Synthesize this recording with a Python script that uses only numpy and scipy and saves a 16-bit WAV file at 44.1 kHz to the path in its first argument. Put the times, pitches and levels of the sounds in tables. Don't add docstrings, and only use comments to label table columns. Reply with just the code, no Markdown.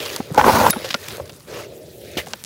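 import sys
import numpy as np
from scipy import signal
from scipy.io import wavfile

SR = 44100
rng = np.random.default_rng(int(sys.argv[2]) if len(sys.argv) > 2 else 0)


def wrap_up_sound(samples):
    columns = np.atleast_2d(samples).T
    tamed = np.clip(columns, -1, 1)
    steps = np.round(tamed * 32767).astype(np.int16)
    wavfile.write(sys.argv[1], SR, steps)


N = 108045


def from_db(db):
    return 10 ** (np.asarray(db) / 20)


def rms_one(x):
    return x / np.sqrt(np.mean(x ** 2) + 1e-20)


def in_time(rows):
    s, *columns = np.transpose(rows)
    t = np.arange(N) / SR
    return [np.interp(t, s, column, left=-200, right=-200) for column in columns]


def drift(rate_hz):
    r = np.exp(-2 * np.pi * rate_hz / SR)
    slow = signal.lfilter([1], [1, -2 * r, r * r], rng.standard_normal(N + SR))
    return rms_one(slow[SR:])


def grains(per_s, spread, size=N):
    chance, height, side = rng.random((3, size))
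    happens = chance < per_s / SR
    level_db = spread * np.minimum(-np.log(height + 1e-9), 5)
    return happens * from_db(level_db) * np.sign(side - 0.5)


def butter(x, order, hz, kind):
    return signal.sosfilt(signal.butter(order, hz, kind, fs=SR, output="sos"), x)


def peak(x, hz, width):
    r = np.exp(-np.pi * width / SR)
    turn = 2 * np.pi * min(hz, SR * 0.45) / SR
    return signal.lfilter([(1 - r * r) / 2, 0, (r * r - 1) / 2], [1, -2 * r * np.cos(turn), r * r], x + 1e-18)


def body(x, resonances):
    modes = [(-1) ** k * from_db(db) * peak(x, hz, width) for k, (hz, width, db) in enumerate(resonances)]
    return rms_one(sum(modes))


def colour(source, spectrum, patchy_db):
    hz, db = np.transpose(spectrum)
    edges = np.geomspace(hz[0], min(hz[-1], SR * 0.45), 19)
    pool = [source(), source(), source()]
    out = 0
    for k, (low, high) in enumerate(zip(edges, edges[1:])):
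        band = butter(pool[0] + pool[1 + k % 2], 2, [low, high], "band")
        band_db = np.interp(np.log(low * high) / 2, np.log(hz), db)
        out = out + band * from_db(band_db + patchy_db * drift(18.0))
    return rms_one(out)


def add(out, s, x):
    i = int(s * SR)
    out[i:i + len(x)] += x[:N - i]


def still_air():
    # frequency in Hz, density in dB per Hz.
    air_tone = [(48, -36), (75, -10), (100, -4), (150, -7.5), (380, -19.5), (900, -76), (3000, -27),
                (16000, -33.5)]
    return from_db(-46) * colour(lambda: rng.standard_normal(N), air_tone, patchy_db=3.5)


def basin():
    # time in seconds, level in dB.
    bed_rows = [(0, -32), (.16, -34.5), (.27, -39), (.35, -39), (.8, -35.5), (.87, -43.5), (.97, -44),
                (1.13, -40), (1.26, -41), (1.46, -56), (1.49, -36), (1.6, -32), (1.68, -39.5), (2.0, -41.5),
                (2.2, -37), (2.3, -44), (2.45, -63)]
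    # frequency in Hz, width in Hz, level in dB.
    floor_modes = [(91, 45, -8), (203, 40, -13.5), (372, 99, -2.5), (496, 70, -0.5), (595, 64.5, -1.5)]
    hum = body(grains(1500, spread=1.45), floor_modes)
    hum = butter(hum, 4, 700, "low")
    level = in_time(bed_rows)[0]
    return from_db(level + 1.2 * drift(9.6)) * hum


def grit():
    # time in seconds, level in dB, fine dust in dB, coarse crumbs in dB.
    grit_rows = [(0, -30, -8, -11), (.15, -36, -3.5, -6.5), (.24, -45.5, -8, -11), (.36, -49.5, 1, 7),
                 (.73, -42.5, -2, 1.5), (.86, -33, -11, -13), (.98, -41, -3.5, -9), (1.15, -37, -5, -6),
                 (1.2, -51.5, -1.5, -3), (1.455, -60, 2, 0.5), (1.485, -44, -8, -4.5),
                 (1.6, -35.5, -8, -4.5), (1.68, -54, -12, -4), (1.99, -57, 7, -15), (2.06, -45, -5, -42),
                 (2.23, -44.5, -7.5, -13), (2.3, -50, 0.5, 2), (2.45, -54, 2, -7)]
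    # frequency in Hz, density in dB per Hz.
    grit_tone = [(1300, -9.5), (1700, -1.5), (2500, -1.5), (4500, -3.5), (6500, -8.5), (8500, -18.5),
                 (16000, -35)]
    level, dust_db, coarse_db = in_time(grit_rows)
    clumps = from_db(level + 1.15 * drift(36))

    def fractures():
        return grains(5000, spread=2.4) + 3.1 * grains(140, spread=2.3)

    crunch = colour(fractures, grit_tone, patchy_db=2.5)
    dust = rms_one(butter(grains(12000, spread=4.0), 4, 8500, "high"))
    coarse = rms_one(butter(grains(2000, spread=2.9), 2, [700, 1450], "band"))
    return clumps * (crunch + from_db(dust_db) * dust + from_db(coarse_db) * coarse)


def ticks():
    # time in seconds, peak level in dB, centre in Hz.
    tick_rows = [(0.0037, -14, 3100), (0.0485, -21, 4100), (0.0547, -15, 4500), (0.061, -15, 4000),
                 (0.102, -16, 3300), (0.1338, -18, 4100), (0.1625, -6, 7400), (0.1817, -24, 3900),
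                 (0.229, -29, 4000), (0.2992, -31, 3800), (0.312, -30, 5200), (0.3262, -24, 8300),
                 (0.3376, -28, 5900), (0.3396, -26, 9000), (0.3465, -12, 7100), (0.3588, -24, 3900),
                 (0.3624, -20, 5200), (0.7298, -17, 3800), (0.7358, -18, 3200), (0.845, -16, 3100),
                 (0.8596, -19, 3700), (0.8912, -18, 3800), (0.9049, -14, 3600), (0.9071, -11, 3100),
                 (0.9093, -8, 3400), (0.9127, -12, 3400), (0.9307, -15, 3400), (0.9432, -1, 3400),
                 (0.9467, -6, 3300), (1.0157, -24, 6500), (1.0858, -15, 5900), (1.0976, -26, 8700),
                 (1.1077, -17, 3100), (1.1241, -23, 5500), (1.1702, -17, 8500), (1.2214, -30, 10100),
                 (1.2954, -25, 4600), (1.3228, -28, 6100), (1.3636, -28, 8200), (1.3995, -28, 11000),
                 (1.4208, -36, 5900), (1.7788, -31, 8300), (2.1176, -27, 7300), (2.1732, -15, 3600),
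                 (2.1755, -14, 3000), (2.2619, -26, 5600), (2.2725, -24, 6200), (2.2767, -25, 7400),
                 (2.2855, -21, 6000), (2.2914, -33, 7200), (2.2999, -32, 6800), (2.3057, -29, 6700),
                 (2.3096, -26, 4900), (2.3133, -27, 6400), (2.3293, -32, 9100), (2.3347, -7, 4300),
                 (2.3373, -17, 3300), (2.4044, -33, 6100), (2.4396, -12, 7000), (2.4482, -14, 6000)]
    swings, knock_share, trim_db = 0.39, 0.11, 2.3
    out, t = np.zeros(N), np.arange(-32, 224) / SR
    turns = rng.uniform(0, 2 * np.pi, len(tick_rows))
    for (s, db, hz), turn in zip(tick_rows, turns):
        snap = np.cos(2 * np.pi * hz * t + turn) * np.exp(-(t * hz / swings) ** 2)
        knock = np.sin(2 * np.pi * hz / 2.35 * t) * np.exp(-t * hz / 1.4) * (t > 0)
        add(out, s + t[0], from_db(db + trim_db) * (snap + knock_share * knock))
    return out


def cracks():
    # time in seconds, peak level in dB, centre in Hz, length in seconds.
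    crack_rows = [(.003, -19, 3200, .006), (.0595, -17, 4600, .004), (.1, -20, 2600, .005),
                  (.1122, -19, 1600, .002), (.1325, -21, 3500, .003), (.1628, -13, 4500, .004),
                  (.6995, -7, 5000, .013), (.8435, -18, 3000, .02), (.889, -21, 3800, .006),
                  (.9045, -14, 3200, .012), (.9435, -16, 3000, .008), (1.06, -24, 1800, .005),
                  (1.083, -17, 2200, .005), (1.083, -24, 13000, .005), (1.148, -24, 1600, .005),
                  (1.255, -31, 4500, .014), (1.277, -33, 3500, .008), (1.295, -26, 2800, .01),
                  (1.331, -33, 4000, .003), (1.338, -34, 3000, .002), (1.405, -33, 4500, .004),
                  (2.172, -15, 3000, .03), (2.178, -16, 2300, .035), (2.172, -23, 11000, .05),
                  (2.2685, -23, 1300, .004), (2.336, -22, 3000, .007)]
    out, t = np.zeros(N), np.arange(4096) / SR
    for s, db, hz, length in crack_rows:
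        dying = np.exp(-(t / max(length, 1e-4)) ** 2 * 1.27)
        run = grains(5000, spread=2.23, size=len(t)) * dying
        run[0] = 1.5
        x = peak(run, hz, 0.52 * hz) + 0.71 * peak(run, hz, 0.16 * hz)
        x = x + 0.16 * np.diff(run, prepend=0)
        x = x + 1.05 * peak(run, 0.13 * hz, hz / 2)
        add(out, s, from_db(db) * x / np.abs(x).max())
    return out


def thuds():
    # time in seconds, peak level in dB, pitch in Hz, 60 dB decay in seconds.
    thud_rows = [(.162, -22, 920, .026), (.2, -13, 233, .021), (.203, -18, 782, .023),
                 (.304, -23, 490, .016), (.312, -19, 158, .036), (.3765, -1.5, 850, .047),
                 (.392, -1, 871, .038), (.396, -10, 1500, .04), (.4, -22, 75, .051), (.411, 0, 900, .017),
                 (.441, -3, 1015, .033), (.484, -3, 800, .025), (.495, -3, 866, .03), (.528, -16, 91, .077),
                 (.553, -12, 1500, .025), (.566, -9, 980, .04), (.586, -10, 930, .05),
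                 (.6652, 1.5, 930, .017), (.695, -14, 200, .022), (.729, -15.5, 1450, .022),
                 (.733, -20, 620, .035), (.736, -17, 1390, .022), (.761, -19, 850, .035),
                 (.762, -17, 212, .033), (.844, -18, 525, .12), (.943, -11, 1405, .04),
                 (.946, -19, 1050, .02), (.946, -18, 560, .03), (.947, -21, 215, .03),
                 (1.181, -23, 527, .012), (1.198, -16.5, 550, .033), (1.206, -28, 88, .09),
                 (2.169, -15, 324, .013), (2.175, -31, 80, .074), (2.175, -18, 2900, .02),
                 (2.181, -19, 480, .04), (2.182, -18, 2300, .02), (2.19, -18, 1850, .02),
                 (2.199, -23, 2050, .035), (2.214, -24, 2050, .02), (2.27, -26, 750, .02),
                 (2.335, -20, 1560, .014), (2.336, -23, 880, .02), (2.338, -25, 545, .02)]
    out, t = np.zeros(N), np.arange(8192) / SR
    for s, db, hz, t60 in thud_rows:
        swing = np.sin(2 * np.pi * hz * t)
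        swing = swing + 0.066 * np.sin(2 * np.pi * hz * 1.35 * t + rng.uniform(0, 5.7))
        puff = peak(peak(rng.standard_normal(len(t)), hz, 0.57 * hz), hz, 1.55 * hz)
        swing = swing + 0.46 * rms_one(puff)
        contact = (1 - np.exp(-t * hz * 2.0)) ** 2
        x = swing * from_db(-60 * t / t60) * contact
        add(out, s, from_db(db) * x / np.abs(x).max())
    return out


def sweep():
    # time in seconds, level in dB, rasp in dB.
    sweep_rows = [
        (.343, -29.5, -22),
        (.375, -26.5, -15),
        (.379, -12, -14.5),
        (.408, -15.5, -13.5),
        (.434, -19.5, -12),
        (.486, -8, -11.5),
        (.52, -15, -8.5),
        (.691, -15, -10),
        (.706, -31.5, 7),
    ]
    # frequency in Hz, width in Hz, level in dB.
    wall_modes = [(85, 110, -10), (147, 39, -5), (240, 78, -5), (382, 96, -4), (486, 130, -2.5),
                  (878, 136, -1), (1040, 167, -4.5), (1486, 160, -8.5)]
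    # frequency in Hz, density in dB per Hz.
    rasp_tone = [(1200, -8.5), (2000, -6.5), (3500, -11), (6000, -12.5), (8000, -18), (16000, -16)]
    level, rasp_db = in_time(sweep_rows)
    jerks = from_db(level + 1.74 * drift(34))
    roar = body(grains(1200, spread=1.5), wall_modes)
    roar = butter(roar, 2, 1800, "low")
    rasp = colour(lambda: grains(6500, spread=2.3), rasp_tone, patchy_db=-2.0)
    return jerks * (roar + from_db(rasp_db) * rasp)


def ping():
    # frequency in Hz, level in dB, 60 dB decay in seconds.
    shard_modes = [(3737, -23, .12), (10153, -13, .06), (10600, -17, .06), (10480, -35, .35),
                   (10620, -36, .35)]
    out, t = np.zeros(N), np.arange(SR // 4) / SR
    x = 0
    for hz, db, t60 in shard_modes:
        ring = np.sin(2 * np.pi * hz * t + 0.6 * drift(60)[:len(t)])
        x = x + from_db(db - 60 * t / t60) * ring * (1 + 0.25 * drift(120)[:len(t)])
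    strike = rng.standard_normal(len(t)) * np.exp(-t / 0.0011)
    x = x + 1.8 * peak(strike, 13300, 2400)
    add(out, 0.7062, x)
    return out


def scene():
    background = still_air() + basin()
    crumbling = grit() + ticks() + cracks() + thuds()
    return (background + crumbling + sweep() + ping())[None]


def top_cut(x):
    return signal.sosfilt(signal.butter(12, 16630, fs=SR, output="sos"), x)


def record(dry):
    x = butter(dry, 3, 62, "high")
    x = signal.sosfilt(signal.cheby2(12, 30, 16100, fs=SR, output="sos"), x)
    mix = np.clip(x, -1, 1)
    return top_cut(mix)


dry = scene()
out = record(dry)
wrap_up_sound(out)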